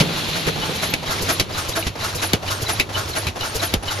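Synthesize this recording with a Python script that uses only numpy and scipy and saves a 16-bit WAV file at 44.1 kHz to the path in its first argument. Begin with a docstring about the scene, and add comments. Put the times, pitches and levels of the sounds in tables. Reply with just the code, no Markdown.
"""A factory floor, close to a rotary cap assembly machine that indexes about twice a second.
The steel press clacks down and thuds through the frame; then the table steps on,
air valves puff and whistle, rods squeak and loose parts rattle against the panels.
A vibrating feeder hums underneath, and at first there is hiss and rumble beside the guard.
The background ducks briefly after each clack, as under a recorder's automatic gain control."""
import sys
import numpy as np
from scipy import signal
from scipy.fft import rfft, irfft
from scipy.io import wavfile

SR = 44100
rng = np.random.default_rng(int(sys.argv[2]) if len(sys.argv) > 2 else 0)


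def wav_record(signal):
    """Record a signal, one row per channel, as 16-bit PCM in the file named by sys.argv[1]."""
    frames = np.transpose(np.atleast_2d(signal))
    bounded = np.clip(frames, -1, 1)
    # unit amplitude maps onto the largest positive 16-bit level
    quanta = np.round(bounded * 32767).astype(np.int16)
    wavfile.write(sys.argv[1], SR, quanta)


N = 176400
TIME = np.arange(N) / SR
BINS = np.fft.rfftfreq(N, 1 / SR)

# Machine cycles. Each row: start in seconds, then gains in dB for lift exhaust, valve puff,
# press exhaust, table settling, table run, whistles, lift clatter and press clatter.
CYCLES = [(-.002, -3.5, -7.5, -5.5, 0, -2.5, -10, -4, 1.5), (0.467, -6, -6.5, -1, 3.5, -1, -5.5, 0, -4),
          (.932, 0.5, 1, 3.5, 1, 1.5, -5, -0.5, 3.5), (1.4, 0, -2, -1, 1.5, -1, -3, -2, -3),
          (1.864, -0.5, -1, 1, 3, -0.5, -4.5, -2, -5), (2.331, 1.5, -1, 1, 2, -0.5, -3.5, 1.5, -4.5),
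          (2.800, -2, -6, -2, 3.5, -0.5, -5, 3.5, 0), (3.265, -3, 1, 0, 2.5, -0.5, -2.5, -0.5, -1.5),
          (3.734, -1.5, 0, 0, 2.5, -0.5, -6.5, -3.5, -2)]
(CYCLE_STARTS, LIFT_DB, VALVE_DB, PRESS_DB, SETTLE_DB, RUN_DB,
 WHISTLE_DB, LIFT_CLATTER_DB, PRESS_CLATTER_DB) = np.transpose(CYCLES)
# Modes of the panels and guides. Each row: pitch in Hz, level in dB, T60 in seconds.
PANEL_MODES = [(329.3, -39.5, 0.18), (461, -40.5, 0.14), (626, -46, 0.19), (659.6, -30.5, 0.096),
               (874, -36, 0.092), (1092, -39.5, 0.089), (1301, -39.5, 0.057), (1408, -38.5, 0.045),
               (1610, -41.5, 0.075), (2293, -45.5, 0.088), (2736, -43.5, 0.041), (3730, -48, .05),
               (4300, -53, 0.046), (5450, -43, 0.06)]
# Stroke timings within a cycle: delay, attack, hold and decay time, all in seconds.
RUN = (0.11, 0.023, 0.328, 0.015)
PRESS, SIZZLE = (0.348, 0.018, 0.0084, 0.018), (0.376, 0.012, 0.022, 0.01)


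def press_clacks(bounces_per_s=630, bounce_db=-5.5, low_hz=2700, high_hz=4400):
    """The press lands with a snap: a blow and its bounces ring the steel, and the tooling rattles."""
    # Each row: start in seconds, mid, low and high ring in dB, rattle length in seconds,
    # rattle in dB, snap in dB.
    landings = [(.001, -1, -3.5, -2, 0.011, 2, -8), (0.467, -24, -7, -22, 0.022, -5.5, -26),
                (0.938, -11, -4, -12, 0.005, -6.5, -1), (1.398, -2, -7, 6.5, 0.0087, 0, -1),
                (1.826, -10, -13, -22, .003, -18, -28), (1.867, -11, -24, -8, 0.011, -7, -25),
                (2.333, -3, -13, -6, 0.0058, -1.5, 2), (2.7982, -1, 4, -6, 0.01, -3, -1),
                (3.268, -9, -6, -9, 0.02, -9.5, -12), (3.409, -5.5, -28, -8, 0.0018, -19.5, -12),
                (3.7387, -8, -12, -9, 0.0028, -3, 0)]
    # Each row: pitch in Hz, level in dB, T60 in seconds.
    steel_modes = [(2025, -17.5, 0.038), (2180, -20, .04), (2280, -13.5, 0.054), (2430, -16.5, .04),
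                   (2568, -17, 0.042), (2900, -17.5, 0.056), (3480, -22, 0.03), (3740, -18.5, .035),
                   (3980, -17.5, 0.054), (4680, -20, 0.045), (5250, -22, 0.025), (5760, -23.5, 0.05),
                   (6600, -32, 0.036)]
    # Noise colours. Each row: frequency in Hz, level in dB.
    rattle_colour = [(200, -48.5), (700, -54.5), (1400, -62), (2600, -51), (5200, -58), (6800, -61),
                     (10000, -64), (15500, -77)]
    snap_colour = [(300, -57), (1500, -57.5), (2600, -50.5), (5200, -50.5), (7000, -57), (15500, -61)]
    t = np.arange(SR // 6) / SR
    ring, rattle, snap = np.zeros((3, N)), np.zeros(N), np.zeros(N)
    for start, mid_db, low_db, high_db, length, rattle_db, snap_db in landings:
        blows = amp(bounce_db) * impacts(len(t), bounces_per_s) * np.exp(-t / length)
        blows[0] = 1
        blows /= np.linalg.norm(blows)
        modes = np.zeros((3, len(t)))
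        for hz, db, t60 in steel_modes:
            band_db = low_db if hz < low_hz else high_db if hz > high_hz else mid_db
            detuned_hz = hz * (1 + 0.0078 * rng.standard_normal())
            modes += amp(db + band_db) * mode(t, detuned_hz, t60, rng.random((3, 1)))
        add(ring, start, signal.fftconvolve(modes, blows[None], axes=1))
        rattle += amp(rattle_db) * envelope(start, attack=0.00038, hold=length, decay=0.014)
        snap += amp(snap_db) * envelope(start, attack=0.00013, hold=0.0014, decay=0.0032)
    return spread(ring) + rattle * noise(rattle_colour, grit=0.11, per_s=2000) + snap * noise(snap_colour)


def frame_thuds(glide_s=0.0043, attack_s=0.0018):
    """Blows bend the frame: the highs of the wave arrive first, so each thud drops in pitch."""
    # Each row: start in seconds, level in dB, first and final pitch in Hz, decay time in seconds.
    thuds = [(.006, -6.5, 215, 136, 0.012), (0.476, -12, 185, 154, 0.017), (0.692, -20, 400, 286, 0.0085),
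             (.936, -17, 302, 135, 0.011), (1.402, -20.5, 293, 109, 0.013),
             (1.866, -11.5, 109, 59.7, 0.012), (2.156, -24, 400, 310, .007), (2.335, -7.5, 482, 74, 0.01),
             (2.625, -18, 128, 93, 0.018), (2.8, -27, 464, 108, 0.012), (3.267, -14.5, 129, 81.6, .014),
             (3.7393, -9, 580, 55, 0.0073), (3.768, -15.5, 70, 50, 0.017)]
    t, out = np.arange(SR // 5) / SR, np.zeros(N)
    for start, db, start_hz, end_hz, decay in thuds:
        hz = end_hz + (start_hz - end_hz) * np.exp(-t / glide_s)
        shape = np.minimum(t / attack_s, 1) * np.exp(-t / decay)
        add(out, start, -amp(db) * shape * np.sin(2 * np.pi * np.cumsum(hz) / SR))
    return out


def frame_knocks():
    """The frame's panels knock, each time a hollow burst of noise."""
    # Each row: start in seconds, level in dB.
    knocks = [(.004, 2), (.365, -20), (0.472, 4), (.578, -11), (0.69, -3), (2.331, 0), (3.737, -4),
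              (3.984, -4.5)]
    # Each row: frequency in Hz, level in dB.
    hollow_colour = [(80, -71), (200, -78), (440, -47), (700, -60.5), (1500, -61), (5000, -86)]
    bursts = sum(amp(db) * envelope(start, attack=0.0028, hold=0.017, decay=0.017) for start, db in knocks)
    return bursts * noise(hollow_colour)


def panel_bumps(attack_s=0.006, side_db=-9):
    """The press stroke gives the panels a padded blow, and they ring with a short, hollow note."""
    # Each row: start in seconds, level in dB.
    bumps = [(1.298, 7), (1.773, 13.5), (2.236, 9), (2.696, 8), (3.168, 10.5), (3.633, 7.5)]
    t, out = np.arange(SR // 5) / SR, np.zeros((3, N))
    for start, bump_db in bumps:
        ring = sum(amp(db) * mode(t, hz, t60, rng.random((3, 1))) for hz, db, t60 in PANEL_MODES)
        add(out, start, amp(bump_db) * np.minimum(t / attack_s, 1) * ring)
    return out[0] + amp(side_db) * out[1:]


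def rotary_table():
    """The table settles, slides and runs unevenly to its next station."""
    # Noise colours. Each row: frequency in Hz, level in dB.
    run_colour = [(100, -74.5), (450, -64.5), (900, -68.5), (2000, -68.5), (4200, -69), (6000, -72.5),
                  (10000, -79.5), (15500, -89)]
    settle_colour = [(100, -73), (400, -63), (750, -60), (1400, -70), (3000, -74), (6000, -79),
                     (15000, -94)]
    slide_colour = [(100, -56), (260, -71), (450, -71.5), (900, -63.5), (2400, -68), (3200, -72),
                    (4000, -60.5), (5500, -79), (15000, -86)]
    run = stroke(RUN_DB, *RUN) * noise(run_colour, grit=0.23)
    settle = stroke(SETTLE_DB, 0.0876, 0.0067, 0.019, 0.0087) * noise(settle_colour, grit=0.42)
    slide = stroke(RUN_DB, 0.1377, 0.0093, 0.028, 0.017) * noise(slide_colour, grit=0.22)
    uneven_db = 1.86 * wander(width_hz=71).real
    return (run + settle + slide) * amp(uneven_db)


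def air_valves():
    """Three valves vent in turn; the last, the press exhaust, ends in a narrow, ragged sizzle."""
    # Noise colours. Each row: frequency in Hz, level in dB.
    lift_colour = [(200, -76), (700, -67.5), (1350, -53), (2400, -69.5), (3600, -64), (6000, -64),
                   (9000, -69), (12500, -71.5), (15500, -101)]
    puff_colour = [(70, -48.5), (150, -52.5), (280, -62.5), (450, -49.5), (800, -71), (3400, -76),
                   (4700, -62.5), (8000, -64.5), (13000, -69), (15500, -81)]
    press_colour = [(150, -66.5), (380, -54), (520, -67), (660, -49.5), (850, -62), (1400, -53.5),
                    (3000, -60), (7000, -62.5), (10000, -66), (15500, -76.5)]
    sizzle_colour = [(200, -110), (8500, -88), (9500, -73), (10200, -71), (11200, -69), (12300, -83),
                     (15500, -95)]
    lift = stroke(LIFT_DB, 0.1677, 0.012, 0.015, 0.022) * noise(lift_colour, grit=0.12)
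    puff = stroke(VALVE_DB, 0.2786, 0.014, 0.0058, 0.014) * noise(puff_colour, grit=0.24)
    press = stroke(PRESS_DB, *PRESS) * noise(press_colour, grit=0.085)
    sizzle = stroke(PRESS_DB, *SIZZLE) * noise(sizzle_colour, grit=0.3)
    return lift + puff + press + sizzle


def guide_rub():
    """The press brushes along its guide just before it lands."""
    # Each row: frequency in Hz, level in dB.
    rub_colour = [(200, -53.5), (900, -61.5), (2500, -62.5), (5000, -71), (9000, -89), (15000, -84)]
    return stroke(RUN_DB, 0.452, 0.021, 0.0069, 0.0078) * noise(rub_colour)


def loose_parts(taps_per_s=600, low_hz=800):
    """The lift and press strokes shake loose parts, which patter on the panels and set them ringing."""
    lift = stroke(LIFT_CLATTER_DB, 0.1524, 0.0089, 0.015, 0.059)
    press = stroke(PRESS_CLATTER_DB, 0.342, 0.023, 0.0092, 0.012)
    t, out = np.arange(SR // 6) / SR, np.zeros((3, N))
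    for shake, low_db in (lift, -6.5), (press, 0):
        taps = shake * unit(impacts(N, taps_per_s, layers=(3,)))
        ring = sum(amp(db + low_db * (hz < low_hz)) * unit(mode(t, hz, t60)) for hz, db, t60 in PANEL_MODES)
        out += signal.oaconvolve(taps, ring[None] / np.sqrt(len(t)), axes=1)[:, :N]
    return spread(out)


def air_whistles(pitch_scatter=0.0114):
    """Fuzzy tones swell and sag as the air pressure drops, a little different in each cycle."""
    # Each row: delay and length in seconds, first pitch, final pitch and width in Hz, level in dB.
    whistles = [(.19, 0.071, 8860, 8650, 380, -35.5), (0.328, 0.024, 3950, 3890, 400, -25.5),
                (.41, 0.044, 4140, 3970, 600, -32.5), (.368, .06, 11000, 9850, 270, -33)]
    out = np.zeros((2, N))
    for delay, length, start_hz, end_hz, width_hz, db in whistles:
        progress = np.arange(0, length, 1 / SR) / length
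        phase = 2 * np.pi * np.cumsum(start_hz + (end_hz - start_hz) * progress) / SR
        tones = np.zeros(N, complex)
        for start, cycle_db in zip(CYCLE_STARTS, WHISTLE_DB):
            detune = 1 + pitch_scatter * rng.standard_normal()
            swell = amp(db + cycle_db) * np.sin(np.pi * progress)
            add(tones, start + delay, swell * np.exp(1j * phase * detune))
        fuzz = np.array([wander(width_hz), wander(width_hz)])
        out += np.sqrt(2) * (tones * fuzz).real
    return out


def rod_squeaks(roughness=0.75, width_hz=300):
    """Sliding rods and air seals give brief, rough squeaks."""
    # Each row: start and length in seconds, pitch in Hz, level in dB.
    squeaks = [(.612, 0.039, 3000, -29), (0.897, 0.024, 12200, -34), (1.52, 0.031, 4960, -35),
               (2.262, .026, 9840, -34), (2.474, 0.031, 2980, -30.5), (2.717, 0.03, 9880, -29.5),
               (2.942, 0.034, 2990, -27), (3.168, .03, 10650, -32), (3.364, .025, 10700, -44),
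               (3.41, 0.047, 2990, -35), (3.646, .02, 11450, -31), (3.827, 0.019, 10700, -41),
               (3.875, 0.027, 2980, -24)]
    tones = np.zeros(N, complex)
    for start, length, hz, db in squeaks:
        t = np.arange(0, length, 1 / SR)
        add(tones, start, amp(db) * np.sin(np.pi * t / length) * np.exp(2j * np.pi * hz * t))
    rasp = 1 + roughness * np.array([wander(width_hz), wander(width_hz)])
    return np.sqrt(2) * (tones * rasp).real


def cap_tinks():
    """Caps and guides touch while the table runs."""
    running = stroke(RUN_DB, *RUN)
    return pings(running, per_s=130, range_hz=(800, 5600), rise=0.0004, decay=0.0038, db=-31)


def exhaust_chirps():
    """The jet of the press exhaust breaks into brief, high whistles."""
    jet = stroke(PRESS_DB, *PRESS) + stroke(PRESS_DB, *SIZZLE)
    return pings(jet, per_s=300, range_hz=(9600, 12000), rise=0.002, decay=0.003, db=-29.5)


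def feeder_hum(duck, hz=97, waver=1.2, duck_db=-9.5):
    """The vibrating feeder's wavering hum fades up, and ducks after each clack."""
    # Each row: time in seconds, level in dB.
    hum_fader = [(0, -55), (.9, -43), (1.3, -35), (2.6, -34.5), (4, -32)]
    wavering = 1 + waver * wander(width_hz=44)
    hum = unit((wavering * np.exp(2j * np.pi * hz * TIME)).real)
    return fader(hum_fader) * hum * amp(duck_db * duck)


def factory_din(duck, deepest_duck_db=-3.5):
    """Floor noise, plus a fading hiss and rumble beside the guard; it barely ducks at first."""
    # Noise colours. Each row: frequency in Hz, level in dB.
    floor_colour = [(20, -103), (50, -62), (100, -55.5), (170, -66), (240, -75.5), (330, -65.5), (450, -68),
                    (850, -68), (1500, -74), (3000, -86), (6000, -84), (10000, -92), (15500, -103)]
    hiss_colour = [(500, -76), (1500, -68), (2600, -62), (4200, -61), (5200, -71.5), (9000, -77.5),
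                   (15000, -86.5)]
    rumble_colour = [(30, -79), (110, -65), (158, -46.5), (210, -55.5), (330, -59.5), (440, -59.5),
                     (700, -66), (1500, -73), (5000, -89)]
    # Fader moves. Each row: time in seconds, level in dB.
    hiss_fader = [(0, -2), (.35, 0.5), (.6, -4), (.85, -1.5), (1.02, -7.5), (1.45, -11), (4, -22)]
    rumble_fader = [(0, 7), (.12, 1.5), (.3, -5.5), (.5, -2), (.8, -4.5), (1.3, -4), (1.55, -13), (4, -18)]
    # Each row: time in seconds, share of the deepest duck from 0 to 1.
    duck_share = [(.5, 0), (1.4, 0.75), (2, 1), (2.4, 0.36)]
    floor = noise(floor_colour, grit=0.047)
    hiss = fader(hiss_fader) * noise(hiss_colour, grit=0.11)
    rumble = fader(rumble_fader) * noise(rumble_colour)
    duck_db = deepest_duck_db * duck * np.interp(TIME, *np.transpose(duck_share))
    return (floor + hiss + rumble) * amp(duck_db)


def enclosure_echoes(x, echoes_per_s=2000):
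    """Short scattered echoes inside the machine's enclosure; the lows ring longest."""
    # Each row: frequency in Hz, T60 in seconds.
    ring_times = [(150, 0.9), (2000, 0.098), (12000, 0.04)]
    taps = np.array([impacts(SR // 2, echoes_per_s) for _ in range(2)])
    hz, t, spectra = signal.stft(taps, SR, nperseg=256)
    fade = amp(-60 * t / curve_at(ring_times, hz)[:, None])
    _, tail = signal.istft(spectra * fade, SR, nperseg=256)
    return signal.fftconvolve(x, tail / np.linalg.norm(tail[0]), axes=1)[:, :N]


def amp(db):
    """Decibels to gain."""
    return 10 ** (np.asarray(db) / 20)


def unit(x):
    """Scales to rms 1."""
    return x / np.sqrt(np.mean(x ** 2) + 1e-20)


def curve_at(points, hz):
    """Reads a curve on a log-frequency axis."""
    point_hz, values = np.transpose(points)
    return np.interp(np.log(hz + 1), np.log(point_hz + 1), values)


def fader(points):
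    """Gain over time from points in seconds and dB."""
    return amp(np.interp(TIME, *np.transpose(points)))


def add(mix, start, sound):
    """Mixes a sound in at a start in seconds."""
    part = mix[..., max(round(start * SR), 0):][..., :sound.shape[-1]]
    part += sound[..., :part.shape[-1]]


def envelope(start, attack, hold, decay):
    """Linear rise, hold, exponential fall; times in seconds."""
    t = TIME - start
    return np.clip(t / attack, 0, 1) * np.exp(-np.clip((t - attack - hold) / decay, 0, 20))


def stroke(gains_db, delay, attack, hold, decay):
    """One envelope repeated in every machine cycle, each at its own gain."""
    return sum(amp(db) * envelope(start + delay, attack, hold, decay)
               for start, db in zip(CYCLE_STARTS, gains_db))


def mode(t, hz, t60, phase_turns=0):
    """A sine that dies away by 60 dB in t60 seconds."""
    return amp(-60 * t / t60) * np.sin(2 * np.pi * (hz * t + phase_turns))


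def impacts(samples, per_s, layers=()):
    """Random clicks; layers share their timing but differ in strength."""
    return rng.standard_normal((*layers, samples)) * (rng.random(samples) < per_s / SR)


def wander(width_hz):
    """Complex random motion of rms 1 and a given bandwidth."""
    white = np.fft.fft(rng.standard_normal(N) + 1j * rng.standard_normal(N))
    band = np.exp(-np.minimum((2 * np.fft.fftfreq(N, 1 / SR) / width_hz) ** 2, 20))
    motion = np.fft.ifft(white * band)
    return motion / np.sqrt(np.mean(abs(motion) ** 2))


def spread(layers):
    """One shared and two separate layers become a partly alike stereo pair."""
    # Each row: frequency in Hz, left-right likeness (1 or more is nearly mono).
    likeness = [(30, 5), (120, 0.7), (300, 0.84), (650, 0.58), (1200, 0.23), (1900, 0), (2600, 0.5),
                (4200, 0.7), (5600, 0.47), (6500, 0.45), (8000, 1), (9700, 2.38), (11000, 4.5),
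                (12800, 12.9), (15500, 1.5)]
    spectra = rfft(layers)
    shared = np.clip(curve_at(likeness, BINS), 0, 0.999)
    return irfft(np.sqrt(shared) * spectra[0] + np.sqrt(1 - shared) * spectra[1:], N)


def noise(colour, grit=0., per_s=900):
    """Coloured stereo noise; grit is the share of tiny impacts in it."""
    grains = unit(impacts(N, per_s, layers=(3,)))
    white = np.sqrt(1 - grit) * rng.standard_normal((3, N)) + np.sqrt(grit) * grains
    return spread(irfft(rfft(white) * amp(curve_at(colour, BINS)) * np.sqrt(SR / 2), N))


def pings(activity, per_s, range_hz, rise, decay, db, notes=40):
    """Brief notes of random pitch and strength, scaled by the activity that drives them."""
    t, out = np.arange(SR // 16) / SR, np.zeros((3, N))
    triggers = rng.random(N) < per_s / SR
    accent_db = 2.2 * np.minimum(rng.exponential(1, N), 3)
    strength = activity * triggers * amp(db + accent_db)
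    pitches, phases = np.geomspace(*range_hz, notes), rng.random((notes, 3, 1))
    shape = (1 - np.exp(-t / rise)) * np.exp(-t / decay)
    for at in np.flatnonzero(strength > amp(-70)):
        note = rng.integers(notes)
        tone = np.sin(2 * np.pi * (pitches[note] * t + phases[note]))
        add(out, at / SR, strength[at] * shape * tone)
    return spread(out)


def scene():
    """Press, table and air over a background that ducks briefly after each clack."""
    clacks = press_clacks()
    press = clacks + amp(-18) * enclosure_echoes(clacks) + guide_rub()
    frame = frame_thuds() + frame_knocks() + panel_bumps()
    motion = rotary_table() + loose_parts() + cap_tinks() + rod_squeaks()
    air = air_valves() + air_whistles() + exhaust_chirps()
    duck = stroke(np.zeros(len(CYCLES)), delay=0.029, attack=0.03, hold=0.051, decay=0.0079)
    return press + frame + motion + air + feeder_hum(duck) + factory_din(duck)


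def record(dry, cutoff_hz=15650):
    """Two microphone ports differ in phase and level; a steep low-pass trims the top."""
    # Each row: frequency in Hz, lead of the left side in radians.
    phase_lead = [(0, 0), (2000, 0), (2700, .5), (4000, 0), (5000, .7), (5800, -.2), (6650, -.25),
                  (7750, -3.1), (8500, -3.17), (9200, -3.45), (10300, -6), (11500, -6.28), (13100, -6.7),
                  (13900, -9.42), (20000, -9.42)]
    # Each row: frequency in Hz, left minus right in dB.
    balance = [(40, -2), (160, -2), (400, -.7), (1500, -0.38), (2800, 1.3), (5200, 0.65), (7000, -0.083),
               (15000, 0.34)]
    lead = np.interp(BINS, *np.transpose(phase_lead))
    tilt = amp(curve_at(balance, BINS) / 2)
    pair = irfft(rfft(dry) * np.array([tilt, np.exp(-1j * lead) / tilt]), N)
    lowpass = signal.firwin(511, cutoff_hz, window=("kaiser", 9), fs=SR)
    return signal.oaconvolve(pair, lowpass[None], "same")


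dry = scene()
out = record(dry)
wav_record(out)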